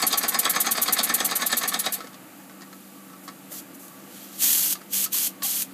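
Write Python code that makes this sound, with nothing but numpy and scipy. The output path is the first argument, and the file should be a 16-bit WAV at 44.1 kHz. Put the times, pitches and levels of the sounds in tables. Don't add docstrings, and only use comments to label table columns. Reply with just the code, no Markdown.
import sys
import numpy as np
from scipy import signal
from scipy.fft import rfft, irfft, next_fast_len
from scipy.io import wavfile
from scipy.ndimage import uniform_filter1d, map_coordinates

SR = 44100
rng = np.random.default_rng(int(sys.argv[2]) if len(sys.argv) > 2 else 0)


def wrap_up_sound(samples):
    columns = np.atleast_2d(samples).T
    tamed = np.clip(columns, -1, 1)
    steps = np.round(tamed * 32767).astype(np.int16)
    wavfile.write(sys.argv[1], SR, steps)


def volts_from_decibels(level):
    exponent = np.asarray(level, float) / 20
    return 10 ** exponent


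N = 252693
TIME = np.arange(N) / SR
STROKE_T = np.arange(SR // 8) / SR


def unit(x):
    return x / np.sqrt(np.mean(x ** 2) + 1e-20)


def filtered(x, response):
    m = next_fast_len(N + SR // 2)
    return irfft(rfft(x, m) * response(np.fft.rfftfreq(m, 1 / SR)), m)[:N]


def noise(response):
    return unit(filtered(rng.standard_normal(N), response))


def coloured(spectrum):
    f, db = np.transpose(spectrum)
    return lambda hz: volts_from_decibels(np.interp(np.log(hz + 1), np.log(f + 1), db))


def resonant(modes):
    def response(f):
        total = 0
        for k, (hz, width, db) in enumerate(modes):
            damping = 1j * f * width
            total = total + (-1) ** k * volts_from_decibels(db) * damping / (hz * hz - f * f + damping)
        return total
    return response


def resonate(x, hz, width_hz):
    return signal.lfilter(*signal.iirpeak(hz, hz / width_hz, SR), x)


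def level_curve(rows):
    s, db = np.transpose(rows)
    return volts_from_decibels(np.interp(TIME, s, db, -150, -150))


def wobble(rate):
    return map_coordinates(rng.standard_normal(int(N * rate / SR) + 4), [np.arange(N) * rate / SR])


def pulse(rise_s, t60_s):
    return np.minimum(STROKE_T / rise_s, 1) * volts_from_decibels(-60 * STROKE_T / t60_s)


def add(track, s, shape):
    at = round(s * SR)
    part, shape = track[max(at, 0):], shape[max(-at, 0):]
    part[:len(shape)] += shape[:len(part)]


# hz, level_db (dB per Hz)
ROOM_SPECTRUM = [(18, -96), (30, -26.5), (160, -2), (180, -2), (227, -8.5), (297, -2), (404, -19.5),
                 (481, -12), (908, -14), (1000, -22), (1310, -16.5), (3000, -24), (3900, -55), (6600, -120)]
# hz, level_db (dB per Hz)
BURNER_SPECTRUM = [(1470, -22), (2500, -7.5), (3870, -5.5), (4370, -7), (4710, -5), (5280, -10), (6140, -7),
                   (7140, -3.5), (9520, -6), (12100, -0.5), (15200, -7.5)]
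# hz, width_hz, level_db (rms)
ROAR = [(275, 84, -49.5), (346.5, 28, -63.5), (491.7, 16, -62.5), (1150, 88, -61), (1310, 20, -67)]
# hz, level_db (rms)
ROOM_HUM = (191, -50)


def room():
    air = volts_from_decibels(-47.5 + wobble(4.99)) * noise(coloured(ROOM_SPECTRUM))
    hiss = volts_from_decibels(-51 + 0.64 * wobble(5)) * noise(coloured(BURNER_SPECTRUM))
    roar = np.zeros(N)
    for hz, width, db in ROAR:
        mode = resonant([(hz, width, 0)])
        roar += volts_from_decibels(db + 2.3 * wobble(5.4)) * noise(lambda f: mode(f) ** 2)
    hum_hz, hum_db = ROOM_HUM
    phase = 2 * np.pi * np.cumsum(hum_hz + 3.45 * wobble(9.8)) / SR
    hum = volts_from_decibels(hum_db + 5 + 2.3 * wobble(18)) * np.sin(phase)
    return air + hiss + roar + hum


def walls(x):
    t = np.arange(SR // 4) / SR
    tail = rng.standard_normal(len(t)) * volts_from_decibels(-60 * t / 0.12) * (t > .003)
    return signal.fftconvolve(x, tail / np.linalg.norm(tail))[:N]


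# start_s, level_db
RUNNING_GEAR = [
    (0.0, -37),
    (0.14, -33.5),
    (0.99, -33.5),
    (1.7, -35.5),
    (1.9, -40.5),
    (1.98, -40),
    (2.07, -53),
    (2.25, -69),
]


def table():
    shake = level_curve(RUNNING_GEAR) * volts_from_decibels(-10 + 2.9 * wobble(12.3))
    return shake * noise(lambda hz: 1 / (1 + (hz / 45) ** 4))


def impacts(rate, spread_db):
    happens = rng.random(N) < rate / SR
    return unit(happens * rng.standard_normal(N) * volts_from_decibels(spread_db * rng.standard_normal(N)))


def ring(force, modes, shift_db):
    out, knots = np.zeros(N), np.arange(0, N + SR, SR // 22)
    for hz, width, db in modes:
        drive = np.interp(np.arange(N), knots, volts_from_decibels(db + shift_db * rng.standard_normal(len(knots))))
        out += resonate(force * drive, hz, width)
    power = sum(volts_from_decibels(2 * db) * width * np.pi / SR for _, width, db in modes)
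    return out / np.sqrt(power)


def struck(hz, width_hz, force):
    tone = resonate(force * rng.standard_normal(len(force)), hz, width_hz)
    return tone / np.sqrt(np.max(uniform_filter1d(tone ** 2, size=200)))


# hz, width_hz, level_db
HOLLOW_MODES = [(250, 72, -3.5), (356, 190, -13.5), (480, 23, -5), (579, 51, -9.5), (719, 61, -2),
                (811, 102, -7.5)]
# hz, width_hz, level_db
PLATE_MODES = [(1130, 94, -1), (1293, 112, -2.5), (1490, 29, -4), (1740, 220, -1), (2010, 125, -7.5),
               (2185, 130, -7)]
# hz, width_hz, level_db
BRASS_MODES = [(2790, 470, -10), (3360, 58, -0.5), (3740, 430, 3.5), (4163, 134, 3), (4560, 143, 5.5),
               (4966, 110, 0), (5780, 460, -6), (6390, 215, 0.5), (6930, 67, 1), (7630, 140, -12.5),
               (7870, 170, 1)]


def metal(hollow_force, plate_force, brass_force, hits):
    soft = filtered(hits, lambda hz: 1 / (1 + 1j * hz / 3000) ** 2)
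    hollow = ring(hollow_force * soft, HOLLOW_MODES, shift_db=1.5)
    plate = ring(plate_force * soft, PLATE_MODES, shift_db=2)
    return hollow + plate + ring(brass_force * hits, BRASS_MODES, shift_db=2.5)


# start_s,
# brass_db, plate_db, pitch_hz (plate note)
FINGER_TICKS = [(1.985, -50, -35, 487), (2.0046, -48, -30.5, 1300), (2.042, -54, -38, 482),
                (2.07, -39.5, -40.5, 1310), (2.1306, -39, -52, 1190), (2.142, -38.5, -49, 1130),
                (2.4, -63, -47, 847), (2.4955, -61, -44.5, 1490), (2.5087, -58, -48, 1130),
                (2.608, -43, -46, 1327), (2.6183, -33.5, -40, 1860), (2.7278, -37.5, -41, 1310),
                (3.1, -60, -46, 1310), (3.1297, -55, -45, 1310), (3.2774, -34, -34, 1130),
                (3.286, -48, -38, 696), (3.517, -44, -43, 593), (4.752, -30, -35, 1183),
                (4.8122, -43, -41, 1290), (5.06, -23.5, -34.5, 1286), (5.1422, -31, -39, 1075),
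                (5.4203, -21, -33, 1120), (5.4454, -30, -35, 794), (5.7097, -50, -55, 1460)]


def fingers():
    plate, brass, note = np.zeros(N), np.zeros(N), np.zeros(N)
    fade = pulse(0.0015, 0.064)
    spring = np.sin(2 * np.pi * 4540 * STROKE_T)
    for s, brass_db, plate_db, plate_hz in FINGER_TICKS:
        add(plate, s, volts_from_decibels(plate_db - 2) * fade)
        add(brass, s, volts_from_decibels(brass_db - 14) * fade)
        add(note, s, volts_from_decibels(plate_db - 0.5) * fade ** 0.65 * np.sin(2 * np.pi * plate_hz * STROKE_T))
        add(note, s, volts_from_decibels(brass_db - 13.5) * fade ** 1.5 * spring)
    hits = impacts(14000, spread_db=4.5)
    dull = resonant([(2300, 5000, 0)])
    scuff = volts_from_decibels(-3) * (plate + brass) * unit(filtered(hits, lambda hz: dull(hz) ** 2))
    return metal(volts_from_decibels(-6.5) * plate, plate, brass, hits) + note + scuff


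# start_s, force_db, plate_pitch_hz, brass_pitch_hz (loudest note of each)
CRANK_KNOCKS = [(0.0213, -5.5, 1120, 4480), (0.127, -9, 1310, 4700), (0.2324, -10.5, 1164, 4740),
                (0.342, -8.5, 1090, 4980), (0.45, -8.5, 1130, 3360), (0.5567, -10, 1150, 6330),
                (0.6637, -9.5, 1310, 6340), (0.7723, -10.5, 700, 4780), (0.8785, -10, 1240, 4500),
                (0.986, -6, 1130, 4500), (1.0923, -10.5, 1770, 6390), (1.2006, -11.5, 1250, 6200),
                (1.3099, -11.5, 1160, 3800), (1.4154, -11, 1740, 3760), (1.5214, -8, 1325, 3740),
                (1.6321, -12, 1150, 3940), (1.739, -8, 1310, 3760), (1.8588, -8.5, 736, 3860)]


def clatter():
    hollow, plate, brass, note = np.zeros(N), np.zeros(N), np.zeros(N), np.zeros(N)
    spray, push = pulse(0.0054, 0.069), pulse(0.0091, 0.088)
    lead_s = 0.023
    for s, db, plate_hz, brass_hz in CRANK_KNOCKS:
        plate_db = -18 + 0.37 * db
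        add(brass, s, volts_from_decibels(db - 11.5) * spray)
        add(plate, s + 0.00021, volts_from_decibels(plate_db + 1) * push)
        add(hollow, s + 0.0033, volts_from_decibels(plate_db - 4.5) * push ** 0.9)
        add(note, s, volts_from_decibels(db - 19.5) * struck(brass_hz, 110, spray))
        add(note, s, volts_from_decibels(plate_db - 8.5) * struck(plate_hz, 63, push))
        add(plate, s - lead_s, volts_from_decibels(-31) * pulse(0.0062, 0.17))
        add(brass, s - lead_s, volts_from_decibels(-28) * pulse(0.012, 0.087))
    rattle = level_curve(RUNNING_GEAR)
    hits = impacts(6000, spread_db=0.5)

    def scraping(hz):
        return 1j * hz / 1500 / (1 + 1j * hz / 1500) / (1 + 1j * hz / 7000) ** 2

    scrape = volts_from_decibels(-17.5) * brass * unit(filtered(hits, scraping))
    shaken = metal(hollow + volts_from_decibels(-7) * rattle, plate + volts_from_decibels(-4.5) * rattle, brass + volts_from_decibels(-7) * rattle, hits)
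    return shaken + note + scrape


def steam(spectrum, spit_db, sputter_db):
    jet = rng.standard_normal(N) * volts_from_decibels(spit_db * wobble(2500) + sputter_db * wobble(120))
    jet = unit(filtered(jet, coloured(spectrum)))
    body = filtered(jet, lambda hz: 1 / (1 + (hz / 4930) ** 4))
    return body, jet - body


def port(s, shut_s, db, opening_s, closing_s):
    before, after = np.maximum(s - TIME, 0), np.maximum(TIME - shut_s, 0)
    held_db = db - 1.35 * (db + 31.5) * (np.clip(TIME, s, shut_s) - s)
    jet = volts_from_decibels(held_db - 30 * (before / opening_s + after / closing_s))
    cloud = (after > 0) * volts_from_decibels(held_db - 23 - 60 * after / 0.97)
    return np.array([jet, cloud])


# hz, level_db (dB per Hz)
BURST_SPECTRUM = [(350, -27), (600, -19.5), (1230, -18.5), (1430, -16), (2000, -14.5), (2260, -13.5),
                  (3040, -8.5), (3670, -9.5), (4620, -6.5), (5220, -9.5), (6400, -4), (10300, -6),
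                  (11900, 0.5), (15200, -7.5)]
# hz, width_hz, level_db
PASSAGE_MODE = (3220, 330, -6.5)
# start_s (wide open), shut_s, level_db, opening_s, closing_s
HAND_BURSTS = [
    (3.519, 3.594, -37, 0.034, .05),
    (4.423, 4.734, -17.5, 0.054, .017),
    (4.934, 5.051, -22.5, 0.036, .024),
    (5.131, 5.274, -22.5, 0.022, 0.038),
    (5.433, 5.626, -24, 0.0099, 0.036),
]
# start_s (wide open), shut_s, level_db, opening_s, closing_s
THIN_WISPS = [
    (3.237, 3.258, -47, .01, .04),
    (3.75, 3.752, -43, .025, 0.04),
    (3.798, 3.855, -46, 0.018, 0.11),
]
# start_s, level_db
SEEPING = [
    (3.87, -70),
    (3.93, -57),
    (4.06, -58),
    (4.146, -47),
    (4.23, -45.5),
    (4.306, -49),
    (4.36, -43.5),
    (4.42, -66),
]
# start_s, level_db (peak)
PORT_SPURTS = [
    (3.7429, -43),
    (3.881, -26),
    (4.724, -8),
    (5.0404, -9.5),
    (5.2707, -23),
    (5.6196, -9),
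]
# start_s, length_s, from_hz, to_hz, level_db
PORT_WHISTLE = [
    (3.893, .045, 12050, 11900, -52),
    (4.185, .085, 11200, 12700, -44),
]


def bursts():
    body, hiss = steam(BURST_SPECTRUM, spit_db=2, sputter_db=0.85)
    body = body + filtered(body, resonant([PASSAGE_MODE]))
    wide, cloud = sum(port(*row) for row in HAND_BURSTS)
    thin = sum(port(*row)[0] for row in THIN_WISPS)
    seep = level_curve(SEEPING)
    body_gain = volts_from_decibels(-2) * wide + volts_from_decibels(-23) * thin + volts_from_decibels(5.5) * seep + cloud
    jet = (wide + thin + seep) * hiss + body_gain * body

    spurt, t = np.zeros(N), np.arange(SR // 30) / SR
    for s, db in PORT_SPURTS:
        add(spurt, s, volts_from_decibels(db - 9.5) * (t / 0.0034) * np.exp(1 - t / 0.0014))

    whistle, flutter = np.zeros(N), 1 + .004 * wobble(300)
    for s, length_s, from_hz, to_hz, db in PORT_WHISTLE:
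        u = np.arange(round(length_s * SR)) / (length_s * SR)
        pitch_hz = (from_hz + (to_hz - from_hz) * u ** 1.3) * flutter[round(s * SR):][:len(u)]
        swell = np.sin(np.pi * u ** 1.4) ** 2.2
        add(whistle, s, volts_from_decibels(db) * swell * np.sin(2 * np.pi * np.cumsum(pitch_hz) / SR))
    return jet + spurt * (hiss + volts_from_decibels(0.5) * body) + whistle


# hz, level_db (dB per Hz)
CHUFF_SPECTRUM = [(880, -56), (1500, -23), (1970, -25), (2580, -16), (4360, -7.5), (5240, -14.5),
                  (5940, -8.5), (8670, -4), (11700, -3), (13100, -2), (15200, -11.5)]
# start_s, level_db (peak), open_s, pitch_hz (edge tone)
EXHAUST_CHUFFS = [(-0.039, 4, 0.019, 11900), (0.0676, -8, 0.015, 11500), (0.1758, -8, 0.014, 11700),
                  (0.2825, -8, 0.013, 12200), (0.39, -7, 0.012, 12040), (0.4963, -7.5, 0.015, 11550),
                  (0.603, -7.5, 0.016, 11700), (0.7114, -8.5, 0.017, 11900), (0.818, -8.5, 0.019, 12200),
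                  (0.926, -6.5, 0.014, 12100), (1.032, -10, 0.022, 11700), (1.1414, -6, 0.013, 11930),
                  (1.248, -9.5, 0.018, 12400), (1.355, -10.5, 0.018, 11900), (1.463, -10, 0.013, 12200),
                  (1.57, -11.5, 0.019, 12800), (1.678, -12, 0.016, 11300), (1.7917, -12.5, 0.017, 11050),
                  (1.924, -13.5, 0.028, 12200)]


def exhaust():
    top, low, edge = np.zeros(N), np.zeros(N), np.zeros(N)
    for s, db, open_s, edge_hz in EXHAUST_CHUFFS:
        after = np.maximum(STROKE_T - open_s, 0)
        opening = np.minimum(STROKE_T / 0.0059, 1) ** 0.41
        shutting = volts_from_decibels(-60 * after / 0.049) + volts_from_decibels(-17.5 - 60 * after / 0.094)
        blow = opening * volts_from_decibels(-150 * STROKE_T) * shutting
        add(top, s - .002, volts_from_decibels(db - 11) * blow)
        add(low, s, volts_from_decibels(-21 + 0.11 * db) * blow)
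        tone = resonate(rng.standard_normal(len(STROKE_T)), edge_hz, 300)
        add(edge, s - .002, volts_from_decibels(db - 14) * blow * unit(tone))
    for s, db, *_ in CRANK_KNOCKS:
        puff_db = -20.5 + 0.3 * db - 2.5 * s
        add(top, s - .004, volts_from_decibels(puff_db) * pulse(0.0012, 0.047))
    body, hiss = steam(CHUFF_SPECTRUM, spit_db=-0.5, sputter_db=1)
    leak = level_curve(RUNNING_GEAR) * volts_from_decibels(-31 + 9.5 * TIME)
    return (top + leak) * hiss + low * body + edge


def scene():
    engine = exhaust() + clatter() + fingers() + bursts()
    return (engine + volts_from_decibels(-11.5) * walls(engine) + room() + table())[None]


def low_pass(x):
    return signal.sosfilt(signal.butter(12, 16620, fs=SR, output="sos"), x)


def record(dry):
    def microphone(hz):
        return (hz < 15350) * (1j * hz / 130 / (1 + 1j * hz / 130)) ** 3

    mic = filtered(dry[0], microphone)
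    return low_pass(mic[None])


dry = scene()
out = record(dry)
wrap_up_sound(out)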